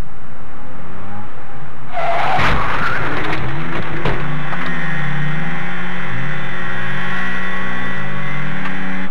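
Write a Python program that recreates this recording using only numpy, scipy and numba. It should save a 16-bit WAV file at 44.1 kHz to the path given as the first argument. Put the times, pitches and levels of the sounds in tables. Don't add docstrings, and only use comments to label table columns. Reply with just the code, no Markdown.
import sys
import numpy as np
from scipy import signal
from scipy.fft import rfft, irfft
from scipy.io import wavfile
from scipy.ndimage import uniform_filter1d
from numba import njit

SR = 44100
rng = np.random.default_rng(int(sys.argv[2]) if len(sys.argv) > 2 else 0)


def digitize_waveform(pressure):
    field = np.atleast_2d(pressure).T
    bounded = np.clip(field, -1, 1)
    quanta = np.round(bounded * 32767).astype(np.int16)
    wavfile.write(sys.argv[1], SR, quanta)


N = 401310
TIME = np.arange(N) / SR


def undb(db):
    return 10 ** (np.asarray(db) / 20)


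def unit(x):
    return x / np.sqrt(np.mean(x ** 2))


def gate_between(start_s, end_s, fade_s):
    return np.clip(np.minimum(TIME - start_s, end_s - TIME) / fade_s + 1, 0, 1)


def read(table, fade_s=0.017):
    s, *columns = np.transpose(table)
    return [gate_between(s[0], s[-1], fade_s)] + [np.interp(TIME, s, c) for c in columns]


@njit
def svf(x, hz, width):
    y, b, l = np.empty(len(x)), 0., 0.
    for i in range(len(x)):
        g, k = np.tan(np.pi * hz[i] / SR), width / hz[i]
        v = (b + g * (x[i] - l)) / (1 + g * (g + k))
        b, l, y[i] = 2 * v - b, l + 2 * g * v, k * v
    return y


def band(x, hz, width):
    return svf(x, hz + np.zeros(len(x)), 1. * width)


def double_band(x, hz, width, second_width):
    return band(band(x, hz, width), hz, second_width)


def walk(rate):
    k = int(SR / rate)
    steps = np.repeat(rng.standard_normal(N // k + 1), k)
    return 1.261 * uniform_filter1d(uniform_filter1d(steps, k), k)[:N]


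def colour(x, spectrum):
    hz, db = np.transpose(spectrum)
    bins = np.arange(1, N // 2 + 2) * SR / N
    gain = undb(np.interp(np.log(bins), np.log(hz), db))
    return unit(irfft(rfft(x) * gain, N))


def tone(hz, multiple=1):
    return np.sqrt(2) * np.sin(2 * np.pi * multiple * np.cumsum(hz) / SR)


def noisy_modes(modes, flutter_db):
    out = 0
    for f, w, db in modes:
        ring = unit(double_band(rng.standard_normal(N), f, w, 2 * w))
        out = out + undb(db + flutter_db * walk(5)) * ring
    return out


def hum(phrases, flutter_db):
    out = 0
    for phrase in phrases:
        gate, hz, db = read(phrase, fade_s=0.0085)
        out = out + gate * undb(db + flutter_db * walk(25)) * tone(hz)
    return out


def friction(curve, width_hz, waver, blur_db, overtone_db):
    gate, hz, db = read(curve)
    noise = rng.standard_normal(N)
    pitch = hz * (1 + waver * walk(60))
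    cry = undb(0.8 * walk(70)) * tone(pitch)
    blur = double_band(noise, hz, width_hz, width_hz)
    overtones = sum(unit(band(noise, k * hz, k * width_hz)) + tone(pitch, multiple=k) for k in (2, 3))
    mix = unit(cry) + undb(blur_db) * unit(blur) + undb(overtone_db) * unit(overtones)
    return gate * undb(db) * unit(mix)


# (f/Hz, width/Hz, gain as level/dB)
PULL_RESONANCES = [(405, 100, -48), (541, 47, -49), (850, 99, -46.5)]
PULL_START_HZ, PULL_CLIMB_HZ_PER_S = 61.95, 35
PULL_LIFT_S = 1.2
FIRST_OVER_SECOND_DB = -1
SECOND_START_DB, SECOND_GAIN_DB_PER_S = -58.5, 19.5
THIRD_START_DB, THIRD_GAIN_DB_PER_S, THIRD_ENDS_S, THIRD_LATE_DB = -50, 9.5, 0.79, -50.5


def pulling_engine():
    hz = PULL_START_HZ + PULL_CLIMB_HZ_PER_S * np.minimum(TIME, PULL_LIFT_S + .2)
    second_db = SECOND_START_DB + SECOND_GAIN_DB_PER_S * np.minimum(TIME, PULL_LIFT_S)
    third_db = np.where(TIME < THIRD_ENDS_S, THIRD_START_DB + THIRD_GAIN_DB_PER_S * TIME, THIRD_LATE_DB)
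    first = undb(FIRST_OVER_SECOND_DB + 2.0 * walk(5.7)) * tone(hz)
    low = undb(second_db) * (tone(hz, multiple=2) + first)
    third = uniform_filter1d(undb(third_db), size=2000) * tone(hz, multiple=3)
    stack = sum(undb(4.8 * walk(5.8)) * tone(hz, multiple=k) for k in range(4, 11))
    upper = sum(undb(db) * double_band(stack, f, w, 2 * w) for f, w, db in PULL_RESONANCES)
    upper = np.minimum(TIME / 0.93, 1) * upper
    return gate_between(0, PULL_LIFT_S, fade_s=0.096) * (low + third + upper)


# (t/s, gain as level/dB)
TRAFFIC_SWELL = [(0, -47), (1.04, -41), (1.9, -42.5), (2.3, -28), (3.4, -37.5), (9.1, -39.5)]
# (f/Hz, relative level/dB per Hz)
ROAR_SPECTRUM = [(120, -16.5), (250, -10.5), (400, -13.5), (600, -14.5), (1000, -13.5), (1200, -9.5),
                 (2000, -18.5), (4060, -32.5), (6000, -52)]
# (f/Hz, width/Hz, level/dB over the traffic swell)
CABIN_MODES = [(235, 33, -14), (511.5, 18.5, -8.5), (810, 55, -7.5)]
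# (f/Hz, width/Hz, level/dB)
IDLE_MODES = [(27, 12.7, -42.5), (70.4, 67, -48.5), (138, 27.5, -41.5)]
HISS_DB = -72


def road():
    swell_db = read(TRAFFIC_SWELL)[1]
    roar = undb(5 + 0.25 * walk(6.9)) * colour(rng.standard_normal(N), ROAR_SPECTRUM)
    cabin = undb(swell_db) * (roar + noisy_modes(CABIN_MODES, flutter_db=3.5))
    hiss = undb(HISS_DB) * rng.standard_normal(N)
    return cabin + noisy_modes(IDLE_MODES, flutter_db=2.0) + hiss


# (t/s, f/Hz, level/dB)
HUM_BEFORE = [(1.55, 145, -38), (2.36, 140.7, -49)]
# (t/s, f/Hz, level/dB)
HUM_SURGE = [(3.36, 98.6, -39), (3.42, 112.9, -24.5), (3.66, 167.2, -24.5), (3.85, 159.5, -35),
             (4.13, 136.3, -29), (4.36, 149.4, -22), (4.55, 142.1, -32), (4.62, 173.3, -31),
             (5.06, 142.4, -23), (5.27, 148.5, -20), (5.51, 163.3, -27), (5.78, 125, -40),
             (6.06, 139.7, -35), (6.15, 122.4, -25), (6.31, 151, -26), (6.6, 129, -37), (6.741, 113.6, -32),
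             (6.95, 139.7, -28.5), (7.549, 116.7, -45.5), (7.671, 122.2, -35.5), (8.48, 147.9, -26),
             (8.682, 153, -35.5), (8.999, 158, -43)]


def low_hum():
    return hum([HUM_BEFORE, HUM_SURGE], flutter_db=0.06)


# (t/s, f/Hz, level/dB)
TYRE_LOW = [(1.9, 731, -41), (1.99, 688, -15.5), (2.12, 689, -16), (2.28, 747, -20.5), (2.37, 739, -13.5),
            (2.41, 740, -23)]
# (t/s, f/Hz, level/dB)
TYRE_HIGH = [(1.92, 802, -41), (1.956, 770, -30.5), (2.334, 794, -13), (2.41, 798, -32)]


def squealing_tyres():
    low = friction(TYRE_LOW, width_hz=110, waver=.025, blur_db=-3, overtone_db=-8)
    return low + friction(TYRE_HIGH, width_hz=220, waver=0.02, blur_db=33, overtone_db=-16)


def blow(s, push_s, db, t60_s):
    rise = np.clip((TIME - s) / 0.009, 0, 1)
    return rise * undb(db - 60 * np.maximum(TIME - s - push_s, 0) / t60_s)


# (t/s, push length/s, crunch level/dB before SHEET_GAIN_DB, thud gain as level/dB)
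IMPACTS = [(2.384, 0.12, -14, -19), (2.523, 0.053, -32, -32), (3.162, 0.025, -28, -24.5),
           (3.284, 0.055, -25, -32), (3.421, 0.026, -44, -28), (3.744, 0.039, -28, -26.5),
           (3.914, 0.036, -48, -29), (4.047, 0.026, -16.5, -16), (4.09, 0.056, -37.5, -25),
           (4.625, 0.049, -35.5, -36)]
# (f/Hz, relative level/dB per Hz)
SHEET_SPECTRUM = [(88, -17.5), (150, 7.5), (200, -24), (253, -18), (334, -9), (723, 0.5), (786, -0.5),
                  (1140, 0.5), (2200, -1.5), (2900, -10), (4060, -11.5), (5280, -71)]
# (f/Hz, width/Hz, level/dB over the thud)
BODY_MODES = [(29.8, 29, -2.5), (126.4, 77, 0.5), (364, 200, -3)]
CRUNCH_T60_S, THUD_T60_S = 0.19, 0.36
SHEET_GAIN_DB = 6
GRIND_BEGINS_S, GRIND_PEAK_S, GRIND_ENDS_S = 1.997, 2.23, 6.8
GRIND_BUILD_DB_PER_S, GRIND_PEAK_DB, GRIND_FADE_DB_PER_S = 40, -23.5, 8
SHUDDER_DB, SHUDDER_FADE_DB_PER_S, SHUDDER_ENDS_S = -28, 4, 4.1


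def crush():
    after = TIME - GRIND_PEAK_S
    grind_db = GRIND_PEAK_DB + np.minimum(GRIND_BUILD_DB_PER_S * after, -GRIND_FADE_DB_PER_S * after)
    crunch = gate_between(GRIND_BEGINS_S, GRIND_ENDS_S, fade_s=0.15) * undb(grind_db)
    shudder_gate = (TIME > IMPACTS[0][0]) * gate_between(0, SHUDDER_ENDS_S, fade_s=0.066)
    thud = shudder_gate * undb(SHUDDER_DB - SHUDDER_FADE_DB_PER_S * after)
    crunch = np.maximum(crunch, sum(blow(s, push_s, db, CRUNCH_T60_S) for s, push_s, db, _ in IMPACTS))
    thud = np.maximum(thud, sum(blow(s, push_s, db, THUD_T60_S) for s, push_s, _, db in IMPACTS))
    crack_db = 2.4 * np.minimum(rng.exponential(size=N // 256 + 1), 2.5)
    cracks = rng.standard_normal(N) * undb(np.repeat(crack_db, 256)[:N])
    sheet = colour(cracks, SHEET_SPECTRUM)
    panels = 600 * 1.35 ** np.arange(7)
    sheet = sheet + sum((undb(2.2 * walk(60)) - 1) * band(sheet, f, f / 3) for f in panels)
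    thumps = undb(3.3 * walk(30)) * noisy_modes(BODY_MODES, flutter_db=-2.5)
    return undb(SHEET_GAIN_DB) * crunch * unit(sheet) + thud * thumps


# (t/s, level/dB before a 7 dB cut, centre f/Hz, snap level/dB before a 1 dB lift)
SHORT_HITS = [(2.437, 1, 1160, -18), (2.738, -7, 1190, -21), (2.784, -12, 1570, -23),
              (2.862, -14, 4000, -20), (2.898, -20, 2500, -2), (3.07, -35, 2480, -6), (3.169, -15, 1900, 2),
              (3.238, -15, 2270, -13), (3.247, -12, 1360, 3), (3.326, -6.5, 1820, -5),
              (3.377, -22, 2400, 7.5), (3.485, -18, 1550, -10), (3.723, -15.5, 1250, -22),
              (3.77, -23, 725, -21), (3.825, -21, 1340, 3), (3.965, -19, 1820, -12),
              (4.053, -11.5, 1090, -16), (4.198, -18, 2020, -14), (4.524, -10, 1000, -27),
              (4.61, -12.5, 1447, -26), (4.662, -15, 1230, 5.5), (8.65, -10.5, 1330, -30)]


def knocks_and_snaps(hold_s=.014, size=4096):
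    out, t = np.zeros(N + size), np.arange(size) / SR
    for s, db, hz, bright_db in SHORT_HITS:
        noise = rng.standard_normal(size)
        hold = hold_s * undb(0.32 * (db + 20.5))
        knock = unit(double_band(noise, hz, .6 * hz, 1.2 * hz)) * np.exp(-(t / hold) ** 2)
        snap = unit(double_band(noise, 3600, 1300, 2000)) * np.exp(-t / .004)
        hit = np.minimum(t / 0.00073, 1) * (knock + undb(bright_db + 1) * snap)
        i = int(s * SR)
        out[i:i + size] += undb(db - 7.0) * hit
    return out[:N]


# (t/s, f/Hz, level/dB before its flutter)
SCRAPING_EDGE = [(2.55, 1130, -25), (2.66, 1096, -18.5), (2.79, 1200, -32.5), (2.822, 1390, -19.5),
                 (2.871, 1340, -13), (2.92, 1400, -22), (2.955, 1540, -17), (3.001, 1385, -25),
                 (3.15, 1413, -24), (3.17, 1850, -35), (3.195, 1900, -17.5), (3.22, 1940, -36)]
SECOND_EDGE_RATIO, SECOND_EDGE_DB = 1.2, -6


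def scraping():
    upper = [(s, SECOND_EDGE_RATIO * hz, db + SECOND_EDGE_DB) for s, hz, db in SCRAPING_EDGE[:-3]]
    first = friction(SCRAPING_EDGE, width_hz=320, waver=0.0295, blur_db=0.5, overtone_db=-20)
    second = friction(upper, width_hz=430, waver=0.11, blur_db=19, overtone_db=-6)
    return undb(2.0 * walk(35)) * first + undb(1.9 * walk(30.3)) * second


# (t/s, firing rate f/Hz, clatter level/dB)
RACING_REVS = [(3.08, 70.4, -46), (3.18, 75.3, -28), (3.43, 82.26, -36.5), (4.4, 87.3, -26.5),
               (4.94, 89.13, -24.5), (6.06, 89.7, -25.5), (7.26, 91.94, -23.5), (8.78, 94.1, -27),
               (9.05, 93.6, -27)]
# (f/Hz, width/Hz, relative level/dB)
BLOCK_MODES = [(524, 65, -7), (766, 59, 0.5), (1112, 51, 4), (1345, 113, 0.5), (1730, 663, 2.5),
               (1993, 123, 6), (2038, 54, 8.5), (2680, 140, -26), (3015, 160, -7.5), (3520, 73, -4)]
ORDER_TIMES = [3.2, 4.9, 6.2, 7.4, 9.0]
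# (multiple of the firing rate, then level/dB at each moment)
LOUD_ORDERS = [(2, -37, -28.5, -32, -31.5, -27), (3, -61, -42.5, -57, -52, -35),
               (4, -30, -42, -40.5, -40, -46), (5, -59, -66, -63, -43, -46), (6, -52, -56, -44.5, -41, -41),
               (9, -57, -42, -44, -58, -40.5)]
# (t/s, level/dB)
GEAR_WHINE = [(4.1, -36), (4.55, -40), (4.72, -27), (5.02, -28), (5.2, -33), (6.3, -39), (7.4, -28.5),
              (9.0, -45.5)]
GEAR_TEETH = 21


def racing_engine(throb=0.78):
    gate, hz, clatter_db = read(RACING_REVS, fade_s=0.04)
    turn = 2 * np.pi * np.cumsum(hz * (1 + 0.001577 * walk(20))) / SR
    starts = 2 * np.pi * rng.random(100)
    whole = sum(undb(3.2 * walk(8)) * np.sin(k * turn + starts[k]) for k in range(5, 44))
    halves = sum(np.sin((k + .5) * turn + starts[50 + k]) for k in range(5, 30))
    rattle = rng.standard_normal(N) * (1 + throb * np.sin(turn))
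    drive = unit(whole) + undb(-12) * unit(halves) + undb(4) * rattle
    block = 0
    for k, (f, w, db) in enumerate(BLOCK_MODES):
        block = block + (-1) ** k * undb(db + walk(3.12)) * double_band(drive, f, w, 4 * w)
    rough_db = np.interp(TIME, [4.2, 4.8], [4.5, 1])
    orders = 0
    for k, *db in LOUD_ORDERS:
        order_db = np.interp(TIME, ORDER_TIMES, db) + 1.34 * walk(3.91) + rough_db * walk(18)
        orders = orders + undb(order_db) * np.sqrt(2) * np.sin(k * turn)
    whine_gate, whine_db = read(GEAR_WHINE, fade_s=0.26)
    whine = whine_gate * undb(whine_db + 1.8 * walk(14)) * np.sqrt(2) * np.sin(GEAR_TEETH * turn)
    return gate * (undb(clatter_db) * unit(block) + orders + whine)


# (start t/s, length/s, start f/Hz, end f/Hz, middle level/dB)
GROANS_THEN_DRONE = [(3.15, 0.1, 387, 352, -31), (3.245, 0.086, 429, 396, -25), (3.6, 0.14, 242, 254, -31),
                     (4.24, 0.19, 245, 253.9, -31.5), (4.6, 0.22, 258, 234.5, -30),
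                     (5.1, .2, 247.5, 255, -35), (5.36, .22, 231.2, 242, -33),
                     (6.13, 0.14, 252, 245.3, -35.5), (7.2, .16, 250.3, 246, -33.5),
                     (7.64, 0.28, 245, 257, -34.5)]
SWELL_EDGE_DB = -4


def groans_and_drone():
    glides = []
    for s, length, hz, end_hz, db in GROANS_THEN_DRONE:
        edge_db = db + SWELL_EDGE_DB
        middle = (s + length / 2, (hz + end_hz) / 2, db)
        glides.append([(s, hz, edge_db), middle, (s + length, end_hz, edge_db)])
    return hum(glides, flutter_db=1.0)


def scene():
    engines = pulling_engine() + racing_engine()
    tones = low_hum() + groans_and_drone()
    crash = squealing_tyres() + crush() + knocks_and_snaps() + scraping()
    return (engines + road() + tones + crash)[None]


# (f/Hz, peak level/dB of one sample)
CLOCK_WOBBLE = [(3917.8, -16), (7794.8, -20), (11712.6, -28), (15589.3, -33)]
JITTER_DB = -11
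OFFSET, HEADROOM_UP, HEADROOM_DOWN = -.337, 0.44, 0.22
KNEE_UP, KNEE_DOWN = 1.35, 2
TOP_HZ = 15050


def record(dry):
    x = signal.sosfilt(signal.butter(2, 4200, fs=SR, output="sos"), dry)
    room = np.where(x > 0, HEADROOM_UP, HEADROOM_DOWN)
    knee = np.where(x > 0, KNEE_UP, KNEE_DOWN)
    x = x / (1 + np.abs(x / room) ** knee) ** (1 / knee)
    x = signal.sosfilt(signal.butter(2, 3900, fs=SR, output="sos"), x)
    wobble = sum(undb(db) * np.cos(2 * np.pi * hz * TIME) for hz, db in CLOCK_WOBBLE)
    wobble = wobble + undb(JITTER_DB) * uniform_filter1d(rng.standard_normal(N), size=5)
    x = x + wobble * np.gradient(x, axis=1)
    return OFFSET + signal.sosfilt(signal.ellip(12, .2, 90, TOP_HZ, fs=SR, output="sos"), x)


dry = scene()
out = record(dry)
digitize_waveform(out)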